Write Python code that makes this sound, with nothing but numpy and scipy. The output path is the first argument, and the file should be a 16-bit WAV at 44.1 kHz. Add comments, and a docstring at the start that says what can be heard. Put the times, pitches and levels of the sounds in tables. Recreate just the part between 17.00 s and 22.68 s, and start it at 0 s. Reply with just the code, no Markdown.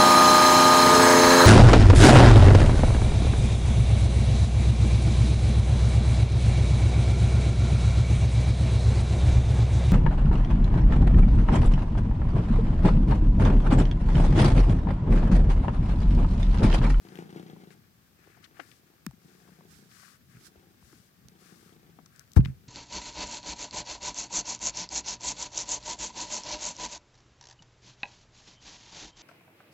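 """Cat purring on a lap

A cat purrs in a quiet carpeted room, an arm's length from a hand-held phone with two microphone ports.
Larynx twitches excite chest and throat resonances; skin, fur and cloth slide as noise of dense fibre slips.
The grip ticks, taps and knocks the case, once hard near the end, as noise cracks and decaying modes;
room rumble and microphone hiss, made of coloured noise, lie underneath."""
import sys
import numpy as np
from scipy import signal
from scipy.fft import rfft, irfft
from scipy.io import wavfile
from scipy.ndimage import uniform_filter1d

SR = 44100
rng = np.random.default_rng(int(sys.argv[2]) if len(sys.argv) > 2 else 0)


def bounce(signal):
    """Save signal as a 16-bit WAV file at the path given by the first command-line argument."""
    frames = np.transpose(np.atleast_2d(signal))
    limited = np.clip(frames, -1, 1)
    pcm = np.round(limited * 32767).astype(np.int16)
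    wavfile.write(sys.argv[1], SR, pcm)


def gain_from_db(level_db):
    """Convert decibel levels to linear amplitude factors (20 dB per decade)."""
    decades = np.asarray(level_db, float) / 20
    return 10 ** decades


N = 250488
T = np.arange(N) / SR
SIDES = np.array([[.5], [-.5]])  # shares out a left-minus-right difference in dB

# the purr rides on each breath, out and in by turns:
# (start [s], length [s], level before the sag [dB], throat opening [dB], twitch rate [1/s])
BREATHS = [(.0, .84, -43.5,  -4, 29.036), (1.1, 1.07, -66.5, 1, 28.12), (2.1, 1.05, -55, -7, 29.6),
           (3.28, 0.9107, -62, -2.5, 27.012), (4.15, 0.95, -54.5, -6, 29.4), (5.199, .7, -64, -8, 27.72)]
SWELL_S, FADE_S, SAG_DB_PER_S, BETWEEN_DB, WAVER_DB = .2, .25, 5.5, -78.5, 2.5
FIRST_TWITCH = .51  # share of a cycle already gone at the start

# chest resonance: (frequency [Hz], width [Hz], gain [dB])
CHEST_MODES = [(190, 58, 1.5)]
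# throat resonances: (frequency [Hz], width [Hz], gain [dB])
THROAT_MODES = [(269.29, 45, -5), (330.13, 93.97, -1), (430, 50, -13), (740, 110, -8), (1350, 589.3, -18)]
SNAP_S, SNAP_SCATTER_DB = .0015, 2.8
CLOSE_SHARE, CLOSE_DB = .5, -11.  # the folds clap shut later in the cycle, more softly
FLUTTER_DB, FLUTTER_RISE = -9, .15  # level of the puffs; dB gained per dB of lost effort
GARGLE_DB = -15  # uneven air bursts in the throat
RATTLE_HZ, RATTLE_DB = 3250, -22.  # nose rattle, against the throat
# wet crackle at the twitches, stronger on some
CRACKLE_HZ, CRACKLE_WIDTH_HZ, CRACKLE_DB, CRACKLE_SCATTER_DB = 1000, 1300, -22, 3
PURR_LOW_HZ = 110  # a small body radiates no deep bass
PORT_LAG_S, PURR_ROOM_DB, PURR_PAN_DB = .00033, -8., 4  # pan: left minus right

# fur and cloth slide by the left port: (start [s], fullest [s], end [s], dull centre [Hz],
# dull part [dB], bright part [dB])
SLIDES = [(-.05, 0.14, 0.27915, 2000, -70, -73), (0.7, 0.725, 0.74557, 2200, -67.5, -68),
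          (1.18, 1.29, 1.42, 2100, -66.5, -78), (1.42, 1.448, 1.465, 2200, -61, -71),
          (1.54, 1.6, 1.66, 1900, -64, -72), (1.6, 1.68, 1.8045, 1700, -71, -69),
          (2.195, 2.348, 2.6612, 1700, -75.5, -72.5), (2.888, 3.0, 3.175, 1500, -63.5, -63),
          (3.283, 3.323, 3.4378, 1800, -69.5, -74), (3.801, 3.883, 4.103, 1700, -77, -70),
          (4.38, 4.47, 4.77, 1500, -70, -67), (5.108, 5.207, 5.2405, 1500, -70.5, -74),
          (5.359, 5.363, 5.3885, 1700, -56, -52), (5.43, 5.46, 5.52, 1900, -66, -72.5)]
# a finger brushes the right port: (loudest [s], rise over 20 dB [s], fall over 20 dB [s],
# dull part [dB], bright part [dB])
BRUSHES = [(.2, 0.0511, 0.0009, -75, -65), (2.714, 0.05288, 0.2772, -64.5, -59.5),
           (3.47, 0.10515, 0.0269, -62, -53.5)]
# spectrum of the dull friction noise: (frequency [Hz], relative level [dB])
DULL_SPECTRUM = [(500, -24), (930, -17), (1100, -2), (1600, 0), (2200, -5), (3000, -11.5), (5000, -27.5)]
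# spectrum of the bright friction noise: (frequency [Hz], relative level [dB])
BRIGHT_SPECTRUM = [(1500, -20.5), (3000, -2.5), (5200, 2), (6500, 0), (8200, -1.5), (11000, -4.5),
                   (15900, -13)]
# humps of the dull part, each of which comes and goes: (frequency [Hz])
DULL_HUMPS_HZ = (1200, 1650, 2300)
SLIDE_PAN_DB, BRUSH_PAN_DB, SLIDE_ROUNDNESS = 16.5, -7, 0.5
RUSTLE_DULL_DB, RUSTLE_BRIGHT_DB, RUSTLE_PAN_DB = -77.5, -78.5, 13  # faint steady rustle of clothes
HUMP_WANDER_DB, SCRATCH_DB = 2.2, 2.2  # scatter of the humps and of the scratchy grain
HUMP_LOSS_DB = 14  # loss of a hump one octave from a slide's centre

# ticks and scrapes on the case: (time [s], peak level [dB], centre frequency [Hz],
# left minus right [dB], decay constant [ms])
TICKS = [(.07, -46.5, 750, 8, 1.5), (0.087, -50, 3000, 16.5, 1.2), (.156, -39, 2200, 14, 0.6),
         (0.174, -39, 2300, 0, .6), (0.187, -39, 1900, 0, .7), (.346, -48, 900, 4, 2),
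         (.427, -43, 1500, 0, .5), (.563, -45, 740, 5, 1.926), (.705, -50, 2166, 17, 1.4516),
         (1.272, -50, 480, 8, 3), (1.372, -53, 600, 8, 4), (1.441, -49, 3000, 22, 6),
         (1.568, -52, 1500, 14, 5), (1.594, -33, 680, 0.5, 6), (1.597, -36, 1450, 18, 5.5),
         (1.715, -46, 2500, 13, 1.5), (2.11, -52, 700, 4, 1.5), (2.065, -24, 1500, -8, 0.8),
         (2.0648, -21.5, 5400, -17, 0.45), (2.477, -53, 1100, 4, 1.5), (2.49, -53, 750, 4, 3),
         (2.607, -47, 766.4, 0.5, 2.341), (2.914, -49, 2500, -12, 2.854), (3.03, -55, 600, 3, 2),
         (3.369, -48, 1811, 0, 1.013), (3.556, -50, 600, 3.5, 1.536), (3.826, -52, 900, 2, 1.5),
         (3.928, -47, 1300, 1, 2.223), (4.285, -40, 5851, -9.5, 0.5965), (4.987, -45, 750, 11, 3),
         (5.059, -54, 1200, 10, 4), (5.059, -52, 5462, 19.5, 2), (5.161, -50, 7480, 20, 1.062),
         (5.195, -42, 6565, 26, 0.544), (5.318, -47, 5000, 16, 0.782), (5.334, -48, 5357, 23.5, 0.772),
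         (5.363, -31.5, 898.1, 18.5, 6.935), (5.371, -30, 380, 0.5, 7.003), (5.405, -46, 1600, 10, 3),
         (5.449, -37, 2400, 13, 2), (5.457, -35.5, 1800, 20, 1.5)]
# spectrum of a tick's broadband edge: (frequency [Hz], relative level [dB])
EDGE_SPECTRUM = [(1000, -6), (3000, 0), (5200, -4), (6500, 5), (7800, -5), (13000, 0), (16500, -3)]
# edge level at 2 kHz and 1 ms; higher and shorter ticks are sharper
EDGE_DB, EDGE_DB_PER_OCTAVE, EDGE_DB_PER_DOUBLING = -13, 5, -9

# knocks on the case: (time [s], blow level [dB], push length [ms], left minus right [dB],
# favoured pitch [Hz])
KNOCKS = [(1.593, -44, 1.198, 19.5, 320.4), (2.08, -46, 5, 0, 70), (2.254, -47, 1.11, 7, 220.6),
          (3.349, -47, 1.693, 9.5, 148), (3.366, -45, 2.5, 8, 130), (3.568, -53, 2.614, -5, 80),
          (3.829, -50, 5.38, -2.5, 74.95), (4.25, -47, 3.663, 0, 110), (5.363, -19.5, 1.7421, 1.5, 183.1),
          (5.365, -6.5, 3.239, 6, 71.04), (5.369, -15, 1, 3, 420), (5.374, -22, 1.5, 4, 280),
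          (5.3905, -8, 3, 0, 135), (5.434, -26, 4, -6, 100), (5.458, -27, 3, 0, 155),
          (5.4808, -27, 4, 4, 115), (5.44, -40, 1, 0, 440), (5.496, -30, 4, 8, 125)]
# modes of case and hand: (frequency [Hz], 60 dB decay time [s], left gain [dB], right gain [dB])
CASE_MODES = [(58.321, 0.17647, 1, -9.5), (80, 0.087, 5.5, -0.5), (94.12, 0.0488, -4, -20),
              (132, 0.12, -7, 4), (165, 0.07, -2.5, 1), (204.08, 0.03, 1, -3.5),
              (303.03, 0.06122, -7.5, 9.5), (445, 0.0516, -3, -2)]
# spectrum of the grip's shudder at the reference pitch: (frequency [Hz], relative level [dB])
SHUDDER_SPECTRUM = [(40, -6), (120, 18), (300, -7.5), (900, -18.5), (1500, -59)]
SPOT_DB = 36.  # loss of a mode one octave from the favoured pitch
OPPOSED_HZ = 280  # higher modes bend the case, so the ports move against each other
SHUDDER_DB, SHUDDER_T60_S = -27.5, 0.5  # decay time at the reference pitch and below
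SHUDDER_SPOT_HZ = 110  # reference pitch

# springy taps whose pitch sags as the grip settles: (time [s], level [dB], first pitch [Hz],
# settled pitch [Hz], left minus right [dB])
TAPS = [(2.0652, -26.5, 280, 122, 5), (2.134, -46, 280, 140, 8), (4.986, -47, 330, 160, 6),
        (1.592, -44, 450, 250, 10), (3.927, -48, 450, 200, 3)]
TAP_RISE_S, TAP_SAG_S, TAP_T60_S = .004, .011, .1

# spectrum of room and microphone noise: (frequency [Hz], left port [dB], right port [dB])
FLOOR_SPECTRUM = [(25, -25, -22), (46.85, -5, -5), (121.67, 4.5, 0.5), (200.43, 5, -4), (330, -4, -9.5),
                  (600, -14, -10), (1300, -32.5, -17.5), (2500, -22, -17.5), (5000, -19, -21.5),
                  (7078, -22.5, -27.5), (9500, -24, -34), (12211, -23.5, -21), (15900, -26, -23)]
FLOOR_DB, SHARED_BASS_HZ = -62.5, 300.
# narrow hiss bands: (frequency [Hz], width [Hz], left level [dB], right level [dB])
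HISS_BANDS = [(13824, 150, -91, -79), (14664, 150, -92, -80)]


def to_rms(x, db):
    """Normalisation: scale to an rms level."""
    return x * gain_from_db(db) / np.sqrt(np.mean(x ** 2))


def colour(x, points):
    """Linear filtering: multiply the spectrum by (frequency [Hz], level [dB]) points."""
    hz, db = np.transpose(points)
    f = np.maximum(np.fft.rfftfreq(x.shape[-1], 1 / SR), 1)
    gain = gain_from_db(np.interp(np.log(f), np.log(hz), db))
    return irfft(rfft(x) * gain, x.shape[-1])


def ring(x, hz, width):
    """Resonance: a second-order peak of gain 1 at its centre."""
    return signal.lfilter(*signal.iirpeak(hz, hz / width, fs=SR), x)


def walk(rate):
    """Slow fluctuation: random levels drawn rate times a second, joined by slopes; spread near 1."""
    k = int(SR / rate)
    steps = np.repeat(rng.standard_normal(N // k + 1), k)
    return uniform_filter1d(steps, k)[:N]


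def purr():
    """Source and filter: fold snaps and puffs of air excite chest and throat; the room smears them."""
    db, open_db, rate = breathing()
    phase = FIRST_TWITCH + np.cumsum(rate) / SR
    at = np.flatnonzero(np.diff(np.floor(phase)))
    chance = rng.standard_normal((len(at), 5))

    # each twitch snaps the folds apart, and they clap shut with the opposite sign
    opening = at + (.002 * SR * chance[:, 0]).astype(int)
    closing = at + ((CLOSE_SHARE + .08 * chance[:, 2]) * SR / rate[at]).astype(int)
    snaps = np.zeros(N)
    snaps[np.clip(opening, 0, N - 1)] = -gain_from_db(SNAP_SCATTER_DB * chance[:, 1])
    snaps[np.clip(closing, 0, N - 1)] = gain_from_db(CLOSE_DB + SNAP_SCATTER_DB * chance[:, 3])
    # soft folds close in about a millisecond
    snaps = np.convolve(snaps, np.hanning(int(SNAP_S * SR)), "same")
    puffs = np.exp(-(phase % 1) / 1.0786) * gain_from_db(1.318 * walk(34)) * rng.standard_normal(N)
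    # put both on an equal footing at the chest resonance
    snaps, puffs = (v / np.std(ring(v, *CHEST_MODES[0][:2])) for v in (snaps, puffs))
    # a weak purr is more breath than snap
    weakness_db = FLUTTER_RISE * (db.max() - db)
    drive = snaps + gain_from_db(FLUTTER_DB + weakness_db) * puffs

    # the chest wall is heavy: it swings up over a cycle or two
    chest = sum(gain_from_db(g) * ring(ring(drive, hz, w), hz, 2.6296 * w) for hz, w, g in CHEST_MODES)
    gargle = drive + gain_from_db(GARGLE_DB + 5. * walk(90)) * puffs
    throat = sum(gain_from_db(g) * ring(gargle, hz, w) for hz, w, g in THROAT_MODES)
    rattle = ring(np.exp(-(phase % 1) / 0.04) * puffs, RATTLE_HZ, 350)
    throat = throat + to_rms(rattle, RATTLE_DB) * np.std(throat)
    wet = np.zeros(N)
    wet[at] = gain_from_db(CRACKLE_SCATTER_DB * np.abs(chance[:, 4]) ** 1.5)
    crackle = ring(ring(wet, CRACKLE_HZ, CRACKLE_WIDTH_HZ), CRACKLE_HZ, CRACKLE_WIDTH_HZ)
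    throat = throat + to_rms(crackle, CRACKLE_DB) * np.std(throat) * gain_from_db(weakness_db)

    body = chest + gain_from_db(open_db + 3. * walk(28)) * throat
    voice = gain_from_db(db) * body / np.std(chest + throat)
    voice = signal.lfilter(*signal.butter(2, PURR_LOW_HZ, "high", fs=SR), voice)
    # diffuse reverberation decays 60 dB in 0.5184 s
    tail = rng.standard_normal((2, SR // 4)) * gain_from_db(-60 * T[:SR // 4] / 0.5184)
    room = signal.fftconvolve(voice[None], tail / np.linalg.norm(tail[0]), axes=1)[:, :N]
    direct = np.array([voice, np.interp(T - PORT_LAG_S, T, voice)])
    return (direct + gain_from_db(PURR_ROOM_DB) * room) * gain_from_db(PURR_PAN_DB * SIDES)


def breathing():
    """Amplitude modulation: each breath swells, sags and fades; gives level, opening and twitch rate."""
    start, length, db, open_db, rate = np.transpose(BREATHS)
    age = T - start[:, None]
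    swell = np.clip(age / SWELL_S, 0, 1)
    fade = np.clip((length[:, None] - age) / FADE_S, 0, 1)
    breaths = swell * fade * gain_from_db(db[:, None] - SAG_DB_PER_S * age)
    gain = gain_from_db(BETWEEN_DB) + breaths.sum(axis=0)
    now = np.maximum(np.searchsorted(start, T) - 1, 0)
    return 20 * np.log10(gain) + WAVER_DB * walk(7), open_db[now], rate[now]


def rubbing():
    """Friction noise: dense uneven fibre slips, unrelated at the ports; slides swell, brushes spike."""
    humps = np.array(DULL_HUMPS_HZ)

    def parts(dull_db, bright_db):
        """Superposition: one level per dull hump, then the bright level."""
        return np.append(dull_db + 0 * humps, bright_db)[:, None, None]

    rustle_db = parts(RUSTLE_DULL_DB, RUSTLE_BRIGHT_DB) + RUSTLE_PAN_DB * SIDES
    gains = gain_from_db(rustle_db) * np.ones(N)
    for start, full, end, hz, dull_db, bright_db in SLIDES:
        rise_fall = np.interp(T, [start, full, end], [0, 1, 0])
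        shape = np.sin(np.pi / 2 * rise_fall) ** SLIDE_ROUNDNESS
        hump_db = dull_db - HUMP_LOSS_DB * np.log2(humps / hz) ** 2
        slide = shape * gain_from_db(parts(hump_db, bright_db) + SLIDE_PAN_DB * SIDES)
        gains = np.hypot(gains, slide)  # unrelated noises add in power
    for loudest, rise, fall, *db in BRUSHES:
        shape_db = -20 * np.maximum((loudest - T) / rise, (T - loudest) / fall)
        gains = np.hypot(gains, gain_from_db(shape_db + parts(*db) + BRUSH_PAN_DB * SIDES))

    slips = [rng.standard_normal((2, N)) * gain_from_db(2.2286 * rng.exponential(size=(2, N))) for _ in range(2)]
    scratchy = colour(slips[0] * gain_from_db(SCRATCH_DB * walk(300)), DULL_SPECTRUM)
    dull = np.array([gain_from_db(HUMP_WANDER_DB * walk(30)) * ring(scratchy, hz, hz / 3) for hz in humps])
    dull = to_rms(dull, -5)
    bright = gain_from_db(0.5864 * walk(40)) * to_rms(colour(slips[1], BRIGHT_SPECTRUM), 0)
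    return (gains[:-1] * dull).sum(axis=0) + gains[-1] * bright


def ticks():
    """Impulsive excitation: a short noisy crack through a steep resonance, with a broadband edge."""
    out, t = np.zeros((2, N + 2048)), T[:2048]
    noises = rng.standard_normal((len(TICKS), 2, 2048))
    for (s, db, hz, pan_db, ms), noise in zip(TICKS, noises):
        u = 1000 * t / max(ms, .2)
        burst = (noise + .6 * noise[0]) * u ** .4 * np.exp(-u)  # partly alike at both ports
        edge_db = EDGE_DB + EDGE_DB_PER_OCTAVE * np.log2(hz / 2000) + EDGE_DB_PER_DOUBLING * np.log2(ms)
        resonant = ring(ring(burst, hz, 0.95 * hz), hz, 0.95 * hz)
        edge = colour(burst * np.exp(-u), EDGE_SPECTRUM)
        crack = to_rms(resonant, 0) + to_rms(edge, edge_db)
        i = int(s * SR)
        out[:, i:i + 2048] += crack / np.abs(crack).max() * gain_from_db(db + pan_db * SIDES)
    return out[:, :N]


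def knocks():
    """Modal excitation: a rounded push rings modes near the favoured pitch; the grip shudders after."""
    out, t = np.zeros((2, N + SR // 2)), T[:SR // 2]
    noises = rng.standard_normal((len(KNOCKS), 2, len(t)))
    for (s, db, ms, pan_db, spot_hz), noise in zip(KNOCKS, noises):
        push = np.sin(np.pi * np.clip(1000 * t / ms, 0, 1)) ** 2 / (ms * SR / 2000)
        # the shudder's colour moves with the favoured pitch; above the reference it is shorter
        spectrum = np.array(SHUDDER_SPECTRUM) * [spot_hz / SHUDDER_SPOT_HZ, 1]
        shudder_t60 = SHUDDER_T60_S * min(SHUDDER_SPOT_HZ / spot_hz, 1) ** 2
        shudder = to_rms(colour(noise, spectrum), SHUDDER_DB)
        knock = shudder * gain_from_db(-60 * t / shudder_t60) * np.minimum(t / 0.00516, 1)
        for hz, t60, left_db, right_db in CASE_MODES:
            pole = np.exp(2j * np.pi * hz / SR - np.log(1000) / (t60 * SR))
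            gain = gain_from_db(np.array([[left_db], [right_db]]) - SPOT_DB * np.log2(hz / spot_hz) ** 2)
            gain = gain * [[1], [np.sign(OPPOSED_HZ - hz)]]
            knock = knock + gain * signal.lfilter([1], [1, -pole], push).imag
        # a light tap barely shifts the whole hand
        knock = signal.lfilter(*signal.butter(2, .55 * spot_hz, "high", fs=SR), knock)
        i = int(s * SR)
        out[:, i:i + len(t)] += gain_from_db(db + pan_db * SIDES) * knock
    return out[:, :N]


def taps():
    """Relaxing stiffness: a decaying ring starts stiff and high, then slackens in pitch."""
    out, t = np.zeros((2, N + SR // 4)), T[:SR // 4]
    for s, db, first_hz, end_hz, pan_db in TAPS:
        hz = end_hz + (first_hz - end_hz) * np.exp(-t / TAP_SAG_S)
        envelope = np.minimum(t / TAP_RISE_S, 1) * gain_from_db(-60 * t / TAP_T60_S)
        tap = np.sin(2 * np.pi * np.cumsum(hz) / SR) * envelope
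        i = int(s * SR)
        out[:, i:i + len(t)] += gain_from_db(db + pan_db * SIDES) * tap
    return out[:, :N]


def noise_floor():
    """Partial coherence: rumble shared by the ports, hiss of each port's own, narrow bands up high."""
    own, shared = rng.standard_normal((2, N)), rng.standard_normal(N)
    low, high = (signal.butter(2, SHARED_BASS_HZ, kind, fs=SR) for kind in ("low", "high"))
    rumble = signal.lfilter(*low, 0.9805 * shared + 0.7705 * own) * gain_from_db(2 * walk(6.7))
    noise = rumble + signal.lfilter(*high, own)
    rows = np.array(FLOOR_SPECTRUM)
    out = np.array([colour(noise[k], rows[:, [0, k + 1]]) for k in range(2)])
    out = to_rms(out, FLOOR_DB)
    for hz, width, left_db, right_db in HISS_BANDS:
        out = out + gain_from_db(np.array([[left_db], [right_db]])) * to_rms(ring(own, hz, width), 0)
    return out


def scene():
    """Superposition: the pressures of all sources add at the two ports."""
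    return purr() + rubbing() + ticks() + knocks() + taps() + noise_floor()


def top_cut(x):
    """Nothing passes above the cut-off."""
    return signal.sosfilt(signal.butter(12, 15900, fs=SR, output="sos"), x)


def record(dry):
    """High-pass filtering: the phone cuts the deepest bass, below 48 Hz."""
    bass_cut = signal.butter(3, 48, "high", fs=SR, output="sos")
    mix = signal.sosfilt(bass_cut, dry)
    return top_cut(mix)


dry = scene()
out = record(dry)
bounce(out)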